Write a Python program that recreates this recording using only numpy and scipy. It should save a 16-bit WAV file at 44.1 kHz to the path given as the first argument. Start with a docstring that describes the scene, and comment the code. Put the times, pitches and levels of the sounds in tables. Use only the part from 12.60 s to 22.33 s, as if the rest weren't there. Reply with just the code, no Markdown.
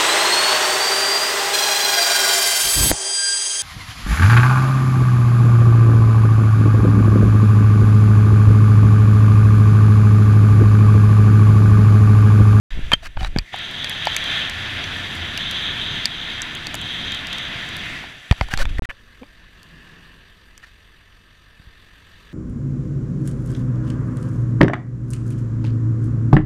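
"""Pickup on a slushy road

A small cased camera is held out of the window, then drawn back into the cab. Tyres tear the water film
into hiss and spray over the rumble of the road. Drops and fingers excite the modes of the case by
impact; sliding skin rubs and squeaks by stick-slip friction. The scene then changes to the truck at
idle: engine mutter, fan, belt chirps and one wiper stroke. The camera's electronics whine faintly."""
import sys
import numpy as np
from scipy import signal
from scipy.fft import rfft, irfft, next_fast_len
from scipy.io import wavfile
from scipy.ndimage import uniform_filter1d

SR = 44100
rng = np.random.default_rng(int(sys.argv[2]) if len(sys.argv) > 2 else 0)


def put_to_file(sound):
    """Save the sound as 16-bit audio at rate SR, in the file named by the first command-line argument."""
    columns = np.atleast_2d(sound).T  # one column per channel
    safe = np.clip(columns, -1, 1)
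    whole_steps = np.round(safe * 32767)
    wavfile.write(sys.argv[1], SR, whole_steps.astype(np.int16))


N = 429093
T = np.arange(N) / SR

# modes of the case: (frequency [Hz], width [Hz], gain for airborne sound [dB], gain when struck [dB])
CASE_MODES = [(671, 170, 4.5, -7), (828, 200, -2.5, -3.5), (1287, 900, 0.5, 1), (1776, 80, 5, -10),
              (2343, 330, -3, -1.5), (3240, 540, -1.5, -5.5), (4600, 610, 6.5, 2), (5930, 920, 5.5, 0),
              (7050, 470, 2.5, -3), (7880, 530, 4.5, -5), (9660, 1450, 1.5, 9.5), (12800, 1300, 2, 5)]
# resonances of the microphone port and of the gripped case: (frequency [Hz], width [Hz], gain [dB])
PORT_RESONANCES = [(1390, 130, 1.5), (1730, 110, 1.5), (1900, 110, -1.5), (1940, 120, 1), (2920, 250, -3),
                   (3600, 130, -2.5), (4890, 280, 5), (5080, 220, -4.5), (6830, 220, -4.5),
                   (7080, 300, 4.5), (7830, 350, 1.5)]
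GRIP_RESONANCES = [(748, 70, 4), (1450, 170, 4.5), (1750, 81, -2), (2430, 150, 5), (2966, 90, 6),
                   (3830, 110, 10), (4300, 140, 3.5)]

# noise spectra, before the case colours them: (frequency [Hz], relative density [dB])
HISS_SPECTRUM = [(300, -18), (520, -14.5), (900, -9), (1200, -9.5), (1500, -4), (2100, -0.5), (2900, -1),
                 (3800, -8.5), (4300, -21.5), (5300, -25.5), (8400, -46), (15000, -48)]
SPRAY_SPECTRUM = [(2300, -28), (2950, -6), (3150, 4), (3700, 1), (4200, -16), (5200, -65), (6200, -24.5),
                  (7500, -50.5), (10000, -67)]
MIST_SPECTRUM = [(4000, -9), (6000, -0.5), (8700, -8), (10200, -3.5), (13500, -13.5), (15000, -20.5),
                 (16000, -44.5)]
ROAD_SPECTRUM = [(15, -4), (45, -3), (130, -0.5), (280, -6.5), (420, -14), (700, -30.5), (1500, -41)]
SWAY_SPECTRUM = [(3, -20), (9, 0), (18, -5.5), (35, -10), (60, -16.5), (120, -30), (300, -42), (800, -58)]
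CREAK_SPECTRUM = [(300, -39), (550, -4), (850, -8.5), (1200, 6), (1550, 6), (2150, 8), (3000, 2.5),
                  (4200, -41), (9000, -35)]
SCRAPE_SPECTRUM = [(500, -3.5), (1500, 3.5), (3200, -1.5), (5000, -8), (8000, -14), (11000, -16),
                   (15000, -25.5)]
GAP_SPECTRUM = [(1400, -28), (1750, -7), (2000, 4), (2250, -1), (2800, -15)]
ENGINE_SPECTRUM = [(15, 3.5), (50, 5.5), (90, -5.5), (130, -8), (180, -7.5), (260, -13), (450, -15.5),
                   (700, -28.5), (1500, -44)]
FAN_SPECTRUM = [(400, -13), (750, -12), (1080, -4), (1290, -3.5), (1440, -7), (1600, 3), (2200, -2.5),
                (2700, -3), (3600, -4), (4400, -15), (5400, -22), (7800, -26), (9000, -27), (14500, -29),
                (16000, -44.5)]
MOTOR_SPECTRUM = [(90, -24), (125, -2), (170, 0), (215, -8), (420, -14), (700, -28)]
BLADE_SPECTRUM = [(700, -16), (1100, -5.5), (1430, -10), (1700, 1.5), (2200, -12), (2850, -2), (3400, -13),
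                  (5000, -27)]

# base levels of tyres and road outside, and of the fan in the cab: (time [s], level [dB])
TYRE_LEVEL = [(0.3, -24), (0.96, -33.5), (1.38, -30.5), (1.48, -28.5), (1.62, -28.5), (1.73, -25),
              (1.92, -29.5), (2.25, -29), (2.47, -29.5), (2.7, -30), (3.4, -30), (3.9, -31.5),
              (4.12, -33.5), (4.45, -31), (5.36, -32), (5.7, -25), (6.2, -24.5)]
ROAD_LEVEL = [(0.96, -43), (1.8, -37), (3.42, -36), (3.55, -38), (5.36, -38)]
FAN_LEVEL = [(6.36, -53), (7.25, -53), (7.9, -54), (8.8, -55), (9.7, -51)]
# slush throws more spray, a bare patch less: (start [s], end [s], gain [dB])
SLUSH_PATCHES = [(0.95, 0.97, 2.5), (1.03, 1.06, 6.5), (1.17, 1.84, 5), (2.81, 3.1, 8), (3.17, 3.44, 6.5),
                 (3.53, 3.77, 4.5), (4.2, 4.58, 6), (4.63, 4.67, -6), (4.71, 4.84, 5)]
# swells of the exhaust drone: (start [s], end [s], gain [dB])
DRONE_SWELLS = [(1.97, 2.66, 14), (4.3, 4.42, 10.5)]
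# the driving noise dips briefly after the sharpest knocks: (start [s], end [s], gain [dB])
LEVEL_DIPS = [(0.36, 0.54, -8.5), (0.79, 0.81, 0), (3.47, 3.53, -2.5), (5.725, 5.76, -0.5),
              (6.035, 6.07, -4)]
# tones of the electronics, the moving truck and the idling truck: (frequency [Hz], rms level [dB])
ELECTRONICS_TONES = [(5846, -80), (8780, -79), (11719, -81), (14626, -87)]
RUNNING_TONES = [(715, -55.5)]
IDLE_TONES = [(48.4, -63.5), (95, -62), (1287, -72.5), (1803, -71), (2632, -70.5), (2939, -70.5)]

# swings of the camera: (start [s], end [s], level [dB])
SWINGS = [(0.14, 0.319, -21), (0.428, 0.48, -29.5), (0.58, 0.68, -22.5), (0.746, 0.781, -22),
          (5.817, 5.86, -27), (5.973, 6.138, -19), (6.205, 6.23, -18.5)]
# the grip flexes the case: (time [s], level [dB], frequency of the first cycle [Hz])
THUMPS = [(0.174, -23, 148), (0.191, -19, 161), (0.334, -9.5, 170), (0.57, -19, 55), (0.615, -16.5, 84),
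          (0.63, -14, 40), (0.762, -5, 174), (0.784, -13.5, 91), (5.7115, 2.5, 80.6), (5.8126, -8, 65.4),
          (5.937, -13, 112), (6.053, -18.5, 60), (6.118, -31, 45), (8.998, -33, 88.6), (9.071, -31.5, 54)]
# blows of fingers and slush, with relative levels for the modes: (time [s], low ring [dB],
# middle ring [dB], snap [dB], click [dB], frequency of the struck spot [Hz], its level [dB])
KNOCKS = [(0.318, -14, -8.5, -32, -29, 1170, -11), (0.3221, -16, -14, -38, -47, 990, -17),
          (0.335, -18, -11.5, -11, -33, 4330, -16), (0.569, -26, -32, -44, -59, 1600, -30),
          (0.5726, -20, -28, -42, -61, 1450, -26), (0.608, -28, -26, -35, -53, 1900, -28),
          (0.6305, -22, -31, -32, -45, 1750, -33), (0.647, -23, -18.5, -31, -36, 3920, -18),
          (0.762, -20.5, -20, -45, -45, 1540, -18), (0.7731, -26, -29, -40, -45, 2450, -36),
          (0.7864, -33, -17.5, -10, -25.5, 4770, -34), (0.793, -36, -31, -40, -45, 2420, -23),
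          (0.9414, -14.5, -30, -49, -55, 695, -21), (1.2443, -42, -19, -22, -27.5, 3400, -11),
          (1.47, -7.5, -15, -12, -33, 770, -28), (1.546, -42, -24, -28, -34, 3300, -16),
          (1.565, -44, -14.5, -20, -14.5, 6400, -16), (2.241, -43, -23, -26, -37, 5800, -25),
          (2.776, -53, -23, -20, -22, 2800, -11), (4.069, -31, -25, -28, -26.5, 4450, -18.5),
          (4.143, -19.5, -21, -42, -24.5, 2960, -17), (5.439, -28, -36, -50, -55, 1050, -28),
          (5.712, -17, -7.5, -24, -33.5, 2120, -26), (5.724, -15, -24, -25, -39, 830, -27),
          (5.811, -6, -15, -23, -34, 2120, -8.5), (5.886, -29, -38, -38, -43, 1080, -36),
          (5.913, -34, -28, -39, -44, 1650, -26), (5.9377, -24, -20, -26, -24.5, 1930, -15),
          (5.975, -24, -20.5, -28, -26.5, 4360, -18), (5.988, -30, -27, -37, -40, 1400, -23),
          (6.054, -25, -21, -37, -40, 3520, -20.5), (6.092, -46, -39, -52, -52, 2550, -29),
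          (6.6317, -35, -37, -58, -66, 1070, -37), (7.978, -62, -41, -47, -37, 3130, -39)]
# finger slides: (centre time [s], length [s], relative creak level [dB], relative scrape level [dB])
RUBS = [(0.336, 0.0083, -18, -31), (0.447, 0.027, -48, -41.5), (0.466, 0.013, -36, -39),
        (0.624, 0.044, -41, -40.5), (0.67, 0.013, -36, -39.5), (5.787, 0.025, -52, -46),
        (5.832, 0.016, -52, -41), (5.929, 0.026, -36, -34), (6.01, 0.027, -37, -25),
        (6.099, 0.011, -50, -46), (6.185, 0.0041, -39, -36.5), (6.252, 0.0079, -34.5, -36),
        (6.304, 0.012, -29.5, -44), (8.039, 0.015, -48, -50), (8.075, 0.019, -57, -53)]
# fingertip squeaks: (peak time [s], decay time [s], frequency [Hz], peak level [dB], glide [octaves/s])
SQUEAKS = [(0.3354, 0.0053, 3150, -1, 0.5), (0.432, 0.0055, 676, -35, -2), (0.597, 0.0098, 3000, -34, -2),
           (0.622, 0.022, 755, -29.5, 0.5), (0.64, 0.012, 3770, -33, 4), (5.823, 0.0056, 750, -27, 0),
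           (5.845, 0.005, 1800, -37, 1), (5.917, 0.0055, 2870, -30, -2), (5.922, .006, 1630, -25, -6.5),
           (5.934, 0.013, 777, -27, 0), (5.939, 0.0011, 1640, -6, 1.5), (6.003, 0.01, 554, -24.5, -0.5),
           (6.004, 0.0075, 1760, -23, 1.5), (6.020, 0.0055, 1500, -19, 15.5), (6.1, 0.0053, 1600, -37, 7),
           (6.185, 0.0014, 1900, -19, 2), (6.251, 0.0026, 1900, -20.5, -0.5), (6.301, 0.021, 558, -45, -1),
           (6.304, .006, 1700, -25, 4.5), (6.623, 0.01, 250.3, -28, 7.5), (8.039, 0.0045, 1820, -33, 2.5)]
# the camera passes the window gap: (centre time [s], length [s], level [dB])
GAP_PASSES = [(0.895, 0.05, -42.5), (5.02, 0.13, -36), (5.307, 0.18, -34)]
# drops on the case, with relative levels: (time [s], wall ring [dB], snap [dB], click [dB], tick [dB])
DROPS = [(0.961, -50, -48, -41, -51), (0.988, -46, -42, -40, -54), (1.112, -46, -52, -43, -50),
         (1.2962, -28, -42, -30, -33), (1.4546, -36, -27.5, -37, -39), (1.6406, -36, -35, -35, -43),
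         (1.8973, -31, -33, -29, -40), (2.5527, -46.5, -43, -39, -47), (2.9116, -31, -29, -34, -37.5),
         (3.456, -8, -24, -19.5, -33.5), (3.8192, -47, -16, -21, -39), (3.9516, -51, -46, -32.5, -43),
         (4.1528, -31, -30, -30, -35), (4.2145, -50, -50, -36, -46), (4.5202, -28, -39.5, -33, -51),
         (4.5467, -32, -38, -36, -45), (4.67, -29, -36, -37, -45.5), (4.73, -30, -33, -36, -45),
         (4.7838, -35, -34, -33.5, -48), (5.09, -38, -44.5, -35, -48), (5.167, -32, -42, -40, -39.5),
         (7.031, -42, -54, -49, -54)]
# chirps of the belt: (frequency [Hz], typical peak level [dB])
BELT_CHIRPS = [(3590, -65.5), (3440, -68), (4720, -67)]
# silences at the opening and around the scene change: (start [s], end [s])
SILENCES = [(0, 0.105), (6.194, 6.222), (6.256, 6.29)]

OUT_S, BACK_S, IDLE_S = 0.93, 5.369, 6.28  # camera is outside; it starts back in; the idle scene begins
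FFT_SIZE = next_fast_len(N, real=True)
FFT_HZ = np.fft.rfftfreq(FFT_SIZE, 1 / SR)


def undb(db):
    """Amplitude ratio of a level in decibels."""
    return 10 ** (np.asarray(db) / 20)


def walk(rate):
    """Random fluctuation with a spread near 1, taking rate new values a second."""
    count = int(N / SR * rate) + 2
    return 0.97 * np.interp(T * rate, np.arange(count), rng.standard_normal(count))


def curve(table):
    """Linear interpolation of (time, level) points."""
    return np.interp(T, *np.transpose(table))


def held(start, end, attack_s, release_s):
    """Trapezoidal envelope, equal to 1 from start to end."""
    return np.interp(T, [start - attack_s, start, end, end + release_s], [0, 1, 1, 0])


def swells(table, attack_s, release_s):
    """Gains in cascade add in decibels: one trapezoid for each (start, end, gain)."""
    return sum(db * held(start, end, attack_s, release_s) for start, end, db in table)


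def bell(centre_s, length_s):
    """Gaussian envelope with a peak of 1."""
    return np.exp(-2 * ((T - centre_s) / length_s) ** 2)


def add(out, s, x):
    """Superposition: x joins out at time s."""
    i = int(s * SR)
    out[i:i + len(x)] += x[:N - i]


def resonance_db(table):
    """Frequency response in decibels: a Lorentzian peak or hollow for each resonance."""
    return sum(db / (1 + (2 * (FFT_HZ - hz) / width) ** 2) for hz, width, db, *_ in table)


def filtered(x, gain_db):
    """Linear filtering: the spectrum of x is multiplied by a frequency response."""
    return irfft(rfft(x, FFT_SIZE) * undb(gain_db), FFT_SIZE)[:N]


def colour(x, spectrum):
    """Source and filter: x is shaped by a spectrum and by the case's resonances, then scaled to rms 1."""
    hz, db = np.transpose(spectrum)
    shape_db = np.interp(np.log(FFT_HZ + 1), np.log(hz), db)
    rolloff_db = 40 * np.log10(np.maximum(FFT_HZ / hz[-1], 1))
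    shaped = filtered(x, shape_db - rolloff_db + resonance_db(CASE_MODES))
    return shaped / np.sqrt(np.mean(shaped ** 2))


def noise(spectrum):
    """Gaussian noise, coloured by a spectrum and the case."""
    return colour(rng.standard_normal(N), spectrum)


def grains(rate, spread_db):
    """Shot noise: rate random impulses a second, a few much larger than the rest."""
    impulses = (rng.random(N) < rate / SR) * rng.choice([-1, 1], N)
    return impulses * undb(spread_db * np.minimum(rng.exponential(size=N), 4))


def flicker(x, depth_db):
    """Amplitude modulation: each third-octave band wavers independently, heard as a fine shimmer."""
    place = 3 * np.log2(np.clip(FFT_HZ, 500, 8000) / 500)
    spectrum = rfft(x, FFT_SIZE)
    weights = (np.maximum(1 - abs(place - k), 0) for k in np.arange(place[-1] + 1))
    bands = (irfft(spectrum * weight, FFT_SIZE)[:N] for weight in weights)
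    return sum(band * undb(depth_db * walk(30)) for band in bands)


def sine(hz):
    """Oscillator whose phase is the integral of its frequency."""
    return np.sin(2 * np.pi * np.cumsum(hz) / SR)


def tones(table, waver):
    """Line spectrum of a whine or hum; each frequency wanders by the fraction waver."""
    return sum(undb(db) * np.sqrt(2) * sine(hz * (1 + waver * walk(12))) for hz, db in table)


def inside(lead_s=0):
    """Acoustic shielding: 1 in the cab, 0 outside; the return begins lead_s early."""
    return 1 - held(OUT_S, BACK_S - lead_s, attack_s=0.013, release_s=0.25 + lead_s)


def tyres():
    """Atomisation: tyres tear the water film into hiss, spray and mist, which the cab attenuates."""
    cab_hiss_db, cab_spray_db, cab_mist_db = -17, -19, -11
    level_db = curve(TYRE_LEVEL)
    hiss_db = level_db - 0.24 + cab_hiss_db * inside()
    spray_db = level_db - 3.5 + cab_spray_db * inside(lead_s=0.15)  # the door blocks the spray first
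    spray_db += swells(SLUSH_PATCHES, attack_s=0.04, release_s=0.055)
    mist_db = level_db - 22 + cab_mist_db * inside()
    hiss = noise(HISS_SPECTRUM) * undb(hiss_db + 0.6 * walk(26))
    spray = colour(grains(rate=9000, spread_db=4.5), SPRAY_SPECTRUM) * undb(spray_db + 0.25 * walk(35))
    mist = colour(grains(rate=5700, spread_db=2.0), MIST_SPECTRUM) * undb(mist_db + 0.63 * walk(22))
    rush = filtered(hiss + spray + mist, resonance_db(PORT_RESONANCES))
    return flicker(rush, depth_db=1.0)


def road_and_exhaust():
    """Broadband road rumble and narrowband exhaust drone suffer the same transmission loss in the cab."""
    drone_db = -52.5 + swells(DRONE_SWELLS, attack_s=0.15, release_s=0.15)
    rumble = noise(ROAD_SPECTRUM) * undb(curve(ROAD_LEVEL) + 0.7 * walk(14))
    drone = noise([(40, -40), (70, -29), (84, 3), (104, -4.5), (135, -19)]) * undb(drone_db)
    return (rumble + drone) * undb(-15.5 * inside())


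def sway():
    """Air displacement: swinging the camera makes slow pressure fluctuations at the microphone."""
    motion = sum(undb(db) * held(start, end, attack_s=0.036, release_s=0.083) for start, end, db in SWINGS)
    return noise(SWAY_SPECTRUM) * motion


def thumps():
    """Damped flexure: the wall of the case bends under the grip and slows as it relaxes."""
    out, t = np.zeros(N), T[:4096]
    for s, db, hz in THUMPS:
        cycles = np.log1p((np.e - 1) * hz * t)
        envelope = np.tanh(9 * cycles) * np.exp(-1.6 * cycles ** 2)
        add(out, s, undb(db) * envelope * np.sin(2 * np.pi * cycles))
    return out


def case_ring(band_hz, band_db, damping, muffle_hz=0):
    """Modal response to a blow of the given spectrum: a quick rise, a fast decay and a faint tail."""
    t = T[:2048]
    hz, width, _, struck_db = np.transpose(CASE_MODES)
    gains = undb(struck_db + np.interp(hz, band_hz, band_db))
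    detune, scatter = rng.standard_normal((2, len(hz), 1))
    start_cycles = np.arange(len(hz))[:, None] / 2 + 0.048 * scatter  # neighbours start in antiphase
    age = np.pi * damping * np.outer(width + muffle_hz, t)
    envelope = age * np.exp(1 - age) + undb(-18) * np.exp(-age / 6) * (1 - np.exp(-age))
    modes = envelope * np.sin(2 * np.pi * (hz[:, None] * (1 + 0.025 * detune) * t + start_cycles))
    force = 0.04 * rng.standard_normal(256) * np.exp(-t[:256] / 0.004)  # the contact chatters
    force[0] = 1  # first touch
    return np.convolve(gains @ modes, force)


def knocks():
    """Impact: fingers and slush excite the case and damp its low modes; each spot has its own ring."""
    out, t = np.zeros(N), T[:4096]
    band_hz, spot_decay_s = [850, 1400, 3200, 4700, 5900, 7900, 9500], 0.0022
    for s, low, middle, snap, click, spot_hz, spot_db in KNOCKS:
        band_db = [low, middle, middle, snap, click, click, click - 13]
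        add(out, s, undb(-1) * case_ring(band_hz, band_db, damping=1.1, muffle_hz=110))
        envelope = (1 - np.exp(-spot_hz * t)) * np.exp(-t / spot_decay_s)
        add(out, s, undb(spot_db) * envelope * np.sin(2 * np.pi * spot_hz * t))
    return out


def rubs():
    """Sliding friction: skin catches at random and excites the resonances of the gripped case."""
    creak_gain, scrape_gain = 0, 0
    for s, length, creak_db, scrape_db in RUBS:
        pressure = np.exp(-np.minimum(2 * ((T - s) / length) ** 4, 20))
        creak_gain += undb(creak_db) * pressure
        scrape_gain += undb(scrape_db) * pressure
    creak = creak_gain * colour(grains(rate=1200, spread_db=1.5), CREAK_SPECTRUM)
    scrape = scrape_gain * colour(grains(rate=2500, spread_db=2.5), SCRAPE_SPECTRUM)
    return undb(-2) * filtered(creak + scrape, resonance_db(GRIP_RESONANCES))


def squeaks():
    """Stick-slip oscillation: the pitch glides with pressure and the tone grows until the finger lifts."""
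    out = np.zeros(N)
    lead_s, groan_hz = 0.04, 220
    age = T[:8192] - lead_s
    for s, decay_s, hz, db, glide in SQUEAKS:
        envelope = np.exp(np.minimum(2 * age, -age) / decay_s)
        roughness = min(groan_hz / hz, 1)  # slow slips groan
        pitch = hz * 2 ** (glide * np.clip(age, -lead_s, lead_s))
        pitch *= 1 + 0.08 * roughness * walk(300)[:len(age)]
        phase = 2 * np.pi * np.cumsum(pitch) / SR
        add(out, s - lead_s, undb(db) * envelope * np.sin(phase + roughness * np.sin(phase)))
    return out


def window_gap():
    """Slot resonance: the open window gives the passing air a hollow pitch."""
    return noise(GAP_SPECTRUM) * sum(undb(db) * bell(s, length) for s, length, db in GAP_PASSES)


def drops():
    """Brief impacts excite mainly the high modes of the case, in a mix set by where each drop lands."""
    out = np.zeros(N)
    band_hz = [700, 3200, 4700, 6000, 7000, 7900, 9500]
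    for s, wall, snap, click, tick in DROPS:
        band_db = [wall - 22, wall - 7.5, wall, snap, click, click, tick]
        add(out, s, undb(2) * case_ring(band_hz, band_db, damping=1.5))
    return out


def fan(firings):
    """Flow noise with light ticking in it, modulated in amplitude by each firing of the engine."""
    throb_db = 1.8 * np.cos(2 * np.pi * firings)
    flow = rng.standard_normal(N) + 2.04 * grains(rate=900, spread_db=3.0)
    return undb(curve(FAN_LEVEL) + throb_db) * colour(flow, FAN_SPECTRUM)


def belt(firings):
    """Frictional vibration: the belt slips at each firing, uneven in pitch, strength and timing."""
    out, sharpness, scatter_db = 0, 1.4, 5.5
    for hz, db in BELT_CHIRPS:
        slip = np.exp(sharpness * (np.cos(2 * np.pi * (firings + 0.15 * walk(20))) - 1))
        pitch = hz * (1 + 0.008 * walk(30) + 0.014 * walk(400))
        out += slip * undb(db + scatter_db * walk(30)) * sine(pitch)
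    return out


def wiper():
    """Sliding friction of a blade on wet glass swells and fades once, with the low noise of its motor."""
    motor = undb(-52.5) * noise(MOTOR_SPECTRUM)
    blade = undb(-50) * noise(BLADE_SPECTRUM)
    return bell(centre_s=7.315, length_s=0.52) * (motor + blade)


def idling():
    """Common modulation: the engine's firings pace fan and belt, amid mutter, hum and the wiper."""
    firing_hz = 44.5 * (1 + 0.015 * walk(6.7))
    firings = np.cumsum(firing_hz) / SR
    airborne = flicker(fan(firings) + wiper(), depth_db=1.8)
    mutter = undb(curve(FAN_LEVEL) + 2) * noise(ENGINE_SPECTRUM)
    return mutter + airborne + belt(firings) + tones(IDLE_TONES, waver=0.003)


def scene():
    """Superposition of airborne and structure-borne sound at one microphone."""
    case = drops() + knocks() + thumps() + rubs() + sway() + squeaks()
    dips = undb(swells(LEVEL_DIPS, attack_s=0.0064, release_s=0.22))
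    driving = (tyres() + road_and_exhaust()) * dips * (T < IDLE_S)
    running_whine = tones(RUNNING_TONES, waver=0.015) * (1 - inside())
    truck = driving + running_whine + idling() * (T >= IDLE_S)
    return (truck + window_gap() + case + tones(ELECTRONICS_TONES, waver=0.000206))[None]


def record(dry):
    """Saturation clips the hardest knocks, a gate makes the silences and a low-pass limits the band."""
    gate = np.ones(N)
    for start, end in SILENCES:
        gate[int(start * SR):int(end * SR)] = 0
    sound = np.clip(dry, -1, 1) * uniform_filter1d(gate, size=12)
    low_pass = signal.ellip(8, 0.2, 80, 16000, fs=SR, output="sos")
    return signal.sosfilt(low_pass, sound)


dry = scene()
out = record(dry)
put_to_file(out)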